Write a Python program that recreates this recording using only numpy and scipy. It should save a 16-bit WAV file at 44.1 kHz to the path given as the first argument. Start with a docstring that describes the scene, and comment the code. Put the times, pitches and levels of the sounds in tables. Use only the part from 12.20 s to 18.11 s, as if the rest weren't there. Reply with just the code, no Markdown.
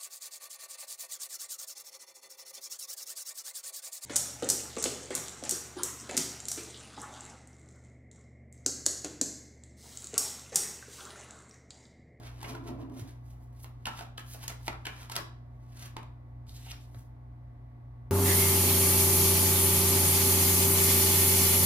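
"""In a small, live room, a deck of cards is squared and shuffled by hand above a table.
Friction makes the sliding packets hiss in grains; short impacts excite the flex of the cards as they snap.
One card is dragged off the table, as a noise-driven resonance that sinks in pitch, and lifted.
Cupped hands rub the deck to a hollow rumble and bump the table; mains hum and a fan run underneath."""
import sys
import numpy as np
from scipy import signal
from scipy.fft import rfft, irfft, next_fast_len
from scipy.io import wavfile
from scipy.ndimage import uniform_filter1d

SR = 44100
rng = np.random.default_rng(int(sys.argv[2]) if len(sys.argv) > 2 else 0)


def wav_record(signal):
    """Record a signal, one row per channel, as 16-bit PCM in the file named by sys.argv[1]."""
    frames = np.transpose(np.atleast_2d(signal))
    bounded = np.clip(frames, -1, 1)
    # unit amplitude maps onto the largest positive 16-bit level
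    quanta = np.round(bounded * 32767).astype(np.int16)
    wavfile.write(sys.argv[1], SR, quanta)


N = 260631
TIME = np.arange(N) / SR

# a packet's edge striking the deck or table; a long contact means a loose packet:
# start_s, relative_level_db, flex_hz, flex_strength_db, tilt_db_per_octave, contact_ms
SNAP_EVENTS = [(0.2308, -34, 900, 20.5, 4, 1.8), (.246, -33, 2480, 16, -6, 3),
               (0.352, -34.5, 970, 13, -2, 1.9), (1.4449, -40.5, 800, 7, 0, 0.65),
               (1.657, -26, 2770, 16, 2.6, 0.95), (1.6693, -27, 900, 9.5, 0.7, 1.6),
               (1.7921, -37, 3180, -0.5, -0.5, 1.6), (1.81, -34, 735, 9, -1, 1.3),
               (1.98, -34, 3140, 13, 4.1, 2.2), (2.148, -41, 680, 7.5, -2.5, 6),
               (2.281, -26, 6360, 4, 5, 1), (2.302, -35, 2160, 0, -0.3, 2.8),
               (2.481, -23, 2170, 3.5, -0.5, 0.24), (2.482, -26, 1030, 16.5, -1, 1.5),
               (2.4874, -35.5, 750, 8.5, -5, 0.56), (2.53, -37, 1280, 15, -2, 0.8),
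               (2.6557, -31, 2770, 14, 2.5, 2), (2.6688, -27.5, 2500, 7, 0.4, 1.24),
               (2.899, -34, 930, 9.5, 2, 0.97), (2.92, -30, 5390, -7.5, 2.5, 3.9),
               (2.957, -29, 3470, -1, 3.5, 1.6), (2.965, -21.5, 5140, -0.5, 2.5, 1.1),
               (2.975, -30, 1330, 11.5, -3.5, 1.25), (3.768, -30.5, 880, -9.5, -2.5, 0.98),
               (4.2942, -45.5, 3840, 18, 7.5, 0.42), (4.468, -46.5, 780, 27, -1.5, 1.2),
               (4.517, -36.5, 5500, 9.5, 2, 0.87), (4.7469, -47.5, 3950, -10, -3, 0.9)]
# left-right coherence of diffuse sound: frequency_hz, coherence (-1 to 1)
COHERENCE = [(120, 0.97), (220, 0.98), (380, 0.048), (800, 0.0085), (9000, -0.25), (13000, 1)]


def amp(db):
    """Level law: 20 dB is a factor of ten in amplitude."""
    return 10 ** (np.asarray(db) / 20)


def unit(x):
    """Normalization: scales a signal to rms 1."""
    return x / np.sqrt(np.mean(x ** 2) + 1e-20)


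def read(points, hz):
    """Interpolation along a logarithmic frequency axis."""
    f, value = np.transpose(points)
    return np.interp(np.log(hz + 1), np.log(f), value)


def bins(size):
    """Fourier frequencies in Hz of a real signal of that many samples."""
    return np.fft.rfftfreq(size, 1 / SR)


def colour(x, points, tilt=0):
    """Spectral shaping: a zero-phase filter, tilted in dB per octave above 500 Hz, then rms 1."""
    size = next_fast_len(x.shape[-1])
    hz = bins(size)
    gain = amp(read(points, hz) + tilt * np.log2(np.maximum(hz, 500)))
    shaped = irfft(rfft(x, size) * gain, size)
    return unit(shaped[..., :x.shape[-1]])


def levelled(x, size):
    """Spectral whitening: evens the power over that many bins, so that all bands are driven alike."""
    spectrum = rfft(x)
    power = uniform_filter1d(abs(spectrum) ** 2, size=size)
    return irfft(spectrum / np.sqrt(power + 1e-20))


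def wander(size, rate):
    """Slow random modulation: straight lines between normal random values, that many a second."""
    return np.interp(np.arange(size) * rate / SR, np.arange(4096), rng.standard_normal(4096))


def resonate(x, hz, width_hz):
    """Heterodyne resonance: a one-pole low-pass in a frame that turns at a pitch, fixed or moving."""
    turn = np.exp(2j * np.pi * np.cumsum(hz * np.ones(len(x))) / SR)
    pole = np.exp(-np.pi * width_hz / SR)
    return (turn * signal.lfilter([1 - pole], [1, -pole], x / turn)).real


def add(mix, s, sound):
    """Superposition: mixes a sound in from time s in seconds."""
    start = round(s * SR)
    sound = sound[max(-start, 0):]
    part = mix[max(start, 0):][:len(sound)]
    part += sound[:len(part)]


def diffuse(pair):
    """Stereo coherence: left and right share the lowest and highest bands; the middle is spread wide."""
    size = pair.shape[-1]
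    alike = np.clip(read(COHERENCE, bins(size)), -1, 1)
    mid, side = rfft(pair) * np.sqrt([(1 + alike) / 2, (1 - alike) / 2])
    return irfft(np.array([mid + side, mid - side]), size)


def background(air_db=-57.0, waver_db=1.64, drift_turns=0.062, waver_rate=4):
    """Tonal and broadband noise: wavering hum lines in the soft rush of a fan."""
    # spectrum of the rush: frequency_hz, relative_level_db
    air = [(35, -10.5), (56, 8.5), (72, 0), (100, -10), (128, 3.5), (180, -16), (280, -6), (450, -16),
           (750, -13.5), (1100, -19.5), (1300, -25), (2100, -28.5), (2700, -38.5), (4000, -41), (7000, -50),
           (13500, -50), (15000, -68.5)]
    # steady tones of mains and fan, before the waver: frequency_hz, rms_level_db
    hum = [(59, -53.5), (85, -61.5), (120, -48.5), (240, -65.5), (295, -74.5), (705, -73), (883, -78),
           (1120, -75.5), (2003, -82.5)]
    out = amp(air_db) * colour(diffuse(rng.standard_normal((2, N))), air)
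    for hz, db in hum:
        drift = drift_turns * np.sqrt(hz / 100) * wander(N, waver_rate)
        turns = hz * TIME + rng.random() + drift
        # the phase difference whose cosine is the coherence
        apart = np.arccos(np.clip(read(COHERENCE, hz), -1, 1)) * np.array([[0], [1]])
        level = np.sqrt(2) * amp(db + waver_db * wander(N, waver_rate))
        out += level * np.sin(2 * np.pi * turns + apart)
    return out


def bumps(table_hz=112, swell_s=0.012):
    """Damped oscillation: a soft push of the hand sets the table top swinging for a few cycles."""
    # soft bumps: start_s, envelope_peak_db
    bump_events = [(0.486, -63), (0.813, -34), (4.282, -43.5), (4.761, -41.5)]
    out, t = np.zeros(N), TIME[:SR // 4]
    envelope = t / swell_s * np.exp(1 - t / swell_s)
    for s, db in bump_events:
        add(out, s, amp(db) * envelope * np.sin(2 * np.pi * table_hz * t))
    return out


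def stroke(t, length, depth_db=21, start_curve=0.77, fall_share=0.55):
    """Gesture envelope in dB: rises by depth_db over the length to t = 0, falls as far over a share of it."""
    rise = abs(t / length) ** start_curve
    return -depth_db * np.where(t < 0, rise, t / (fall_share * length))


def friction(size, grains_per_s=600, grain_spread_db=1.0, smooth_share=0.93, judder_db=2.5, judder_rate=130):
    """Stick-slip: paper fibres catch and let go in a juddering hiss with tiny clicks."""
    strength = amp(grain_spread_db * np.minimum(rng.exponential(1, size), 3.5))
    catches = (rng.random(size) < grains_per_s / SR) * strength
    clicks = unit(catches * rng.choice([-1., 1.], size))
    hiss = clicks + smooth_share * rng.standard_normal(size)
    return hiss * amp(judder_db * wander(size, judder_rate))


def rubbing(press_length_s=0.16, knocks_per_s=300, smooth_share=0.62, level_db=-4):
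    """Cavity colouring: cupped hands turn knocks and rubbing of the deck into a hollow rumble."""
    # the palms pressing the deck square: hardest_press_s, relative_level_db
    presses = [(.01, -49.5), (0.332, -41.5), (0.502, -38), (0.612, -40.5), (.7, -45), (0.769, -44.5),
               (.845, -49)]
    # hollow colour of the hands: frequency_hz, gain_db
    rub_colour = [(60, -23), (130, 6), (185, -13), (262, 8), (335, -2.5), (420, -5.5), (550, -11.5),
                  (700, -6), (820, -16), (1020, -11.5), (1400, -25), (8000, -54)]
    force = np.sqrt(sum(amp(db + stroke(TIME - s, press_length_s)) ** 2 for s, db in presses))
    knocks = (rng.random(N) < knocks_per_s / SR) * rng.uniform(-0.91, 1, N)
    drive = unit(knocks) + smooth_share * rng.standard_normal(N)
    rumble = colour(drive, rub_colour)
    # evened over 900 samples: the grip never lets go
    steady = rumble / np.sqrt(uniform_filter1d(rumble ** 2, size=900) + 1e-20)
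    return amp(level_db) * force * steady


def settlings(delay_s, length_s=0.045, level_db=-18, db_per_doubling=2, tilt=-4):
    """Sliding after impact: a loose packet rustles as it settles, louder for long contacts, duller than the snap."""
    return [(s + delay_s, db + level_db + db_per_doubling * np.log2(contact_ms), length_s, snap_tilt + tilt)
            for s, db, _, _, snap_tilt, contact_ms in SNAP_EVENTS]


def slides(settle_delay_s=0.017, level_db=-2.0):
    """Sliding friction: noise swells and fades with each stroke, and briefly after each snap."""
    # cards sliding on each other or through the fingers:
    # fastest_s, relative_level_db, length_s, tilt_db_per_octave
    slide_events = [(.065, -49, 0.12, -0.5), (.295, -46.5, 0.16, 0.2), (.485, -45, 0.044, 0),
                    (.62, -57.5, 0.06, -1), (.80, -47.5, 0.063, 2.5), (.89, -59.5, 0.14, 2),
                    (1.11, -64, 0.11, 5), (1.23, -70, 0.13, 6.5), (1.4, -61.5, 0.093, 5),
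                    (1.437, -47.5, 0.033, 11), (1.795, -46.5, 0.11, 1), (2.085, -54.5, 0.031, 6),
                    (2.137, -45, 0.081, 6), (2.241, -44, 0.068, 2), (2.467, -46.5, 0.055, 5),
                    (2.82, -49.5, 0.16, 0.5), (2.955, -40, 0.0081, -3), (3.622, -48.5, 0.13, 2),
                    (3.662, -48.5, 0.056, 1.5), (4.787, -62, 0.16, 6.5)]
    # colour of paper friction: frequency_hz, gain_db
    slide_colour = [(100, 0.5), (400, 0), (900, 5.5), (1500, 2.5), (2400, 2), (6500, -1.5), (8000, -8),
                    (11000, -7), (14000, -14), (16000, -17)]
    out, size = np.zeros(N), 32768
    t = (np.arange(size) - size // 2) / SR
    after_snap = t > -settle_delay_s
    for rows, begun in (slide_events, 1), (settlings(settle_delay_s), after_snap):
        for s, db, length, tilt in rows:
            hiss = colour(friction(size), slide_colour, tilt)
            add(out, s + t[0], begun * amp(db + stroke(t, length) + level_db) * hiss)
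    return out


def drag(level_db=-2.0, scratch_db=3.5, scratch_rate=90):
    """Cantilever resonance: a scratched card rings lower as more overhangs the edge, where it also rasps."""
    # the card dragged off the table's edge and lifted: time_s, relative_level_db
    drag_level = [(4.263, -76.5), (4.305, -62.5), (4.35, -55.5), (4.43, -59), (4.501, -55.5),
                  (4.517, -47.5), (4.531, -65.5), (4.7, -74)]
    # colour of the scratching: frequency_hz, gain_db
    drag_colour = [(300, -20), (750, -6.5), (1400, -8.5), (2300, -10.5), (3800, 5), (6300, 4.5), (8000, 0),
                   (11000, -1.5), (14000, -3.5), (16000, -16)]
    ring_hz, fall_octaves_per_s, width_hz, ring_db = 4860, 3.5, 670, -4
    rasp_s, rasp_length_s, rasp_hz, rasp_db = 4.485, 0.2, 2280, 30.5
    s, db = np.transpose(drag_level)
    hiss = colour(friction(N, grains_per_s=2700, judder_db=-1.0), drag_colour)
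    hiss *= amp(scratch_db * wander(N, scratch_rate))
    # the pitch sinks until the loudest moment, then holds
    sliding_s = np.clip(TIME, s[0], s[np.argmax(db)]) - s[0]
    ring = amp(ring_db) * resonate(hiss, ring_hz * 2 ** (-fall_octaves_per_s * sliding_s), width_hz)
    rasp = resonate(resonate(hiss, rasp_hz, 2 * width_hz), rasp_hz, 2 * width_hz)
    rasp *= amp(rasp_db + stroke(TIME - rasp_s, rasp_length_s))
    level = np.interp(TIME, s, db, left=-150, right=-150) + level_db
    return amp(level) * (hiss + ring + rasp)


def snaps(flex_q=5, rise_share=1.0, chatter_db=-19, chatter_ms=6, level_db=-17.0):
    """Impact excitation: dense contacts of card edges make the flex ring briefly, then chatter."""
    # a single card's corner flicking past its neighbour: start_s, relative_level_db
    tick_events = [(0.206, -51.5), (0.2154, -44), (.699, -58.5), (2.4712, -38), (3.831, -51), (4.269, -59)]
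    # a packet's flat face clacking on the deck, hollow in the hand: start_s, relative_level_db
    clack_events = [(1.675, -30), (1.791, -40.5), (1.982, -36.5), (2.655, -39.5), (2.673, -34)]
    # colour of all impacts: frequency_hz, gain_db
    snap_colour = [(100, -7), (300, -2), (600, -1.5), (1100, 0), (2000, -3.5), (4200, -4), (7500, -11),
                   (12000, -15.5), (16000, -27)]
    # shared by kind: flex_hz, flex_strength_db, tilt_db_per_octave, contact_ms
    ticks = [(s, db, 2480, -1, 1.1, 0.91) for s, db in tick_events]
    clacks = [(s, db, 1450, 12, -1, 2.1) for s, db in clack_events]
    out, size = np.zeros(N), 2048
    t, hz = (np.arange(size) - size // 8) / SR, bins(size) + 1
    ms = 1000 * t
    for s, db, flex_hz, flex_db, tilt, contact_ms in SNAP_EVENTS + ticks + clacks:
        blow = np.exp(np.where(ms < 0, ms / rise_share, -ms) / contact_ms)
        chatter = amp(chatter_db) * (ms > 0) * np.exp(-abs(ms) / chatter_ms)
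        contacts = levelled(rng.choice([-1., 1.], size) * (blow + chatter), size=45)
        flex = 1 + amp(flex_db) / (1 + 1j * flex_q * (hz / flex_hz - flex_hz / hz))
        ringing = irfft(rfft(contacts) * flex)
        add(out, s + t[0], amp(db + level_db) * colour(ringing, snap_colour, tilt))
    return out


def room(x, wet_db=-2.5, early_db=-3, early_s=0.054, first_s=0.0006):
    """Reverberation: dense early echoes from table and nearby things, a tail dying faster in the treble, modes."""
    # reverberation time: frequency_hz, t60_s
    room_t60 = [(700, 0.5), (1800, 0.44), (4600, 0.41), (12000, 0.26)]
    # strength of the reverberation: frequency_hz, gain_db
    room_gain = [(300, 4), (700, 3.5), (1400, 6), (2200, 3), (6000, -3.5), (13000, -1.5)]
    # single notes that ring on in the reverberation after a blow: frequency_hz, relative_level_db
    room_modes = [(262, -31.5), (336, -25), (629, -34.5), (786, -30.5), (962, -32), (1342, -27.5),
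                  (1592, -29), (1709, -25.5), (2406, -33), (3660, -30.5)]
    size = 32768
    t = np.arange(size) / SR
    taps = rng.standard_normal((2, size)) * (rng.random((2, size)) < .2) * (t > first_s)
    taps *= 1 + amp(early_db) * np.exp(-t / early_s)
    hz, when, z = signal.stft(taps, SR, nperseg=256)
    decay = amp(-60 * when / read(room_t60, hz)[:, None])
    tail = signal.istft(z * decay, SR, nperseg=256)[1][:, :size]
    tail = levelled(tail, size=130)
    tail /= np.linalg.norm(tail[0])
    for note_hz, db in room_modes:
        note = np.sin(2 * np.pi * (note_hz * t + rng.random((2, 1))))
        ring = note * amp(-60 * t / read(room_t60, note_hz))
        tail += amp(db) * ring / np.linalg.norm(ring[0])
    tail = irfft(rfft(diffuse(tail)) * amp(read(room_gain, bins(size))))[:, :SR // 2]
    return amp(wet_db) * signal.fftconvolve(x[None], tail, axes=1)[:, :N]


def echoes(x, passes_per_s=9, count=3, dry_s=2.484, dry_length_s=0.021, dry_db=-3.5):
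    """Power-preserving crossfade: sound passes in turn between random tails, so no one tail's ringing stands out."""
    shares = [np.sqrt(2 / count) * np.sin(np.pi * (passes_per_s * TIME + k / count)) for k in range(count)]
    # one slap comes across drier: the level sent to the room dips briefly
    send = amp(dry_db * np.exp(-((TIME - dry_s) / dry_length_s) ** 2))
    return sum(room(share * send * x) for share in shares)


def direct(x, right_db=1.5):
    """Phase widening: the dry sound's left channel is turned in phase by an amount that varies with frequency."""
    # phase lead of the left channel: frequency_hz, phase_rad
    lead = [(300, 0.82), (1000, 0.44), (1300, 4.47), (2200, 5), (3500, 4.78), (4800, 4.03), (7500, 3.84),
            (10500, 5.62), (15000, 7.6)]
    size = next_fast_len(N)
    left = irfft(rfft(x, size) * np.exp(1j * read(lead, bins(size))), size)[:N]
    return np.array([left, amp(right_db) * x])


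def scene():
    """Superposition: cards and hands, direct and reverberant, over table bumps, hum and fan."""
    cards = snaps() + slides() + drag() + rubbing()
    return direct(cards) + echoes(cards) + bumps() + background()


def record(dry, edge_hz=16000):
    """Band limitation: a linear-phase low-pass filter removes the highest treble."""
    lowpass = signal.firwin(511, edge_hz, window=("kaiser", 9), fs=SR)
    return signal.oaconvolve(dry, lowpass[None], "same")


dry = scene()
out = record(dry)
wav_record(out)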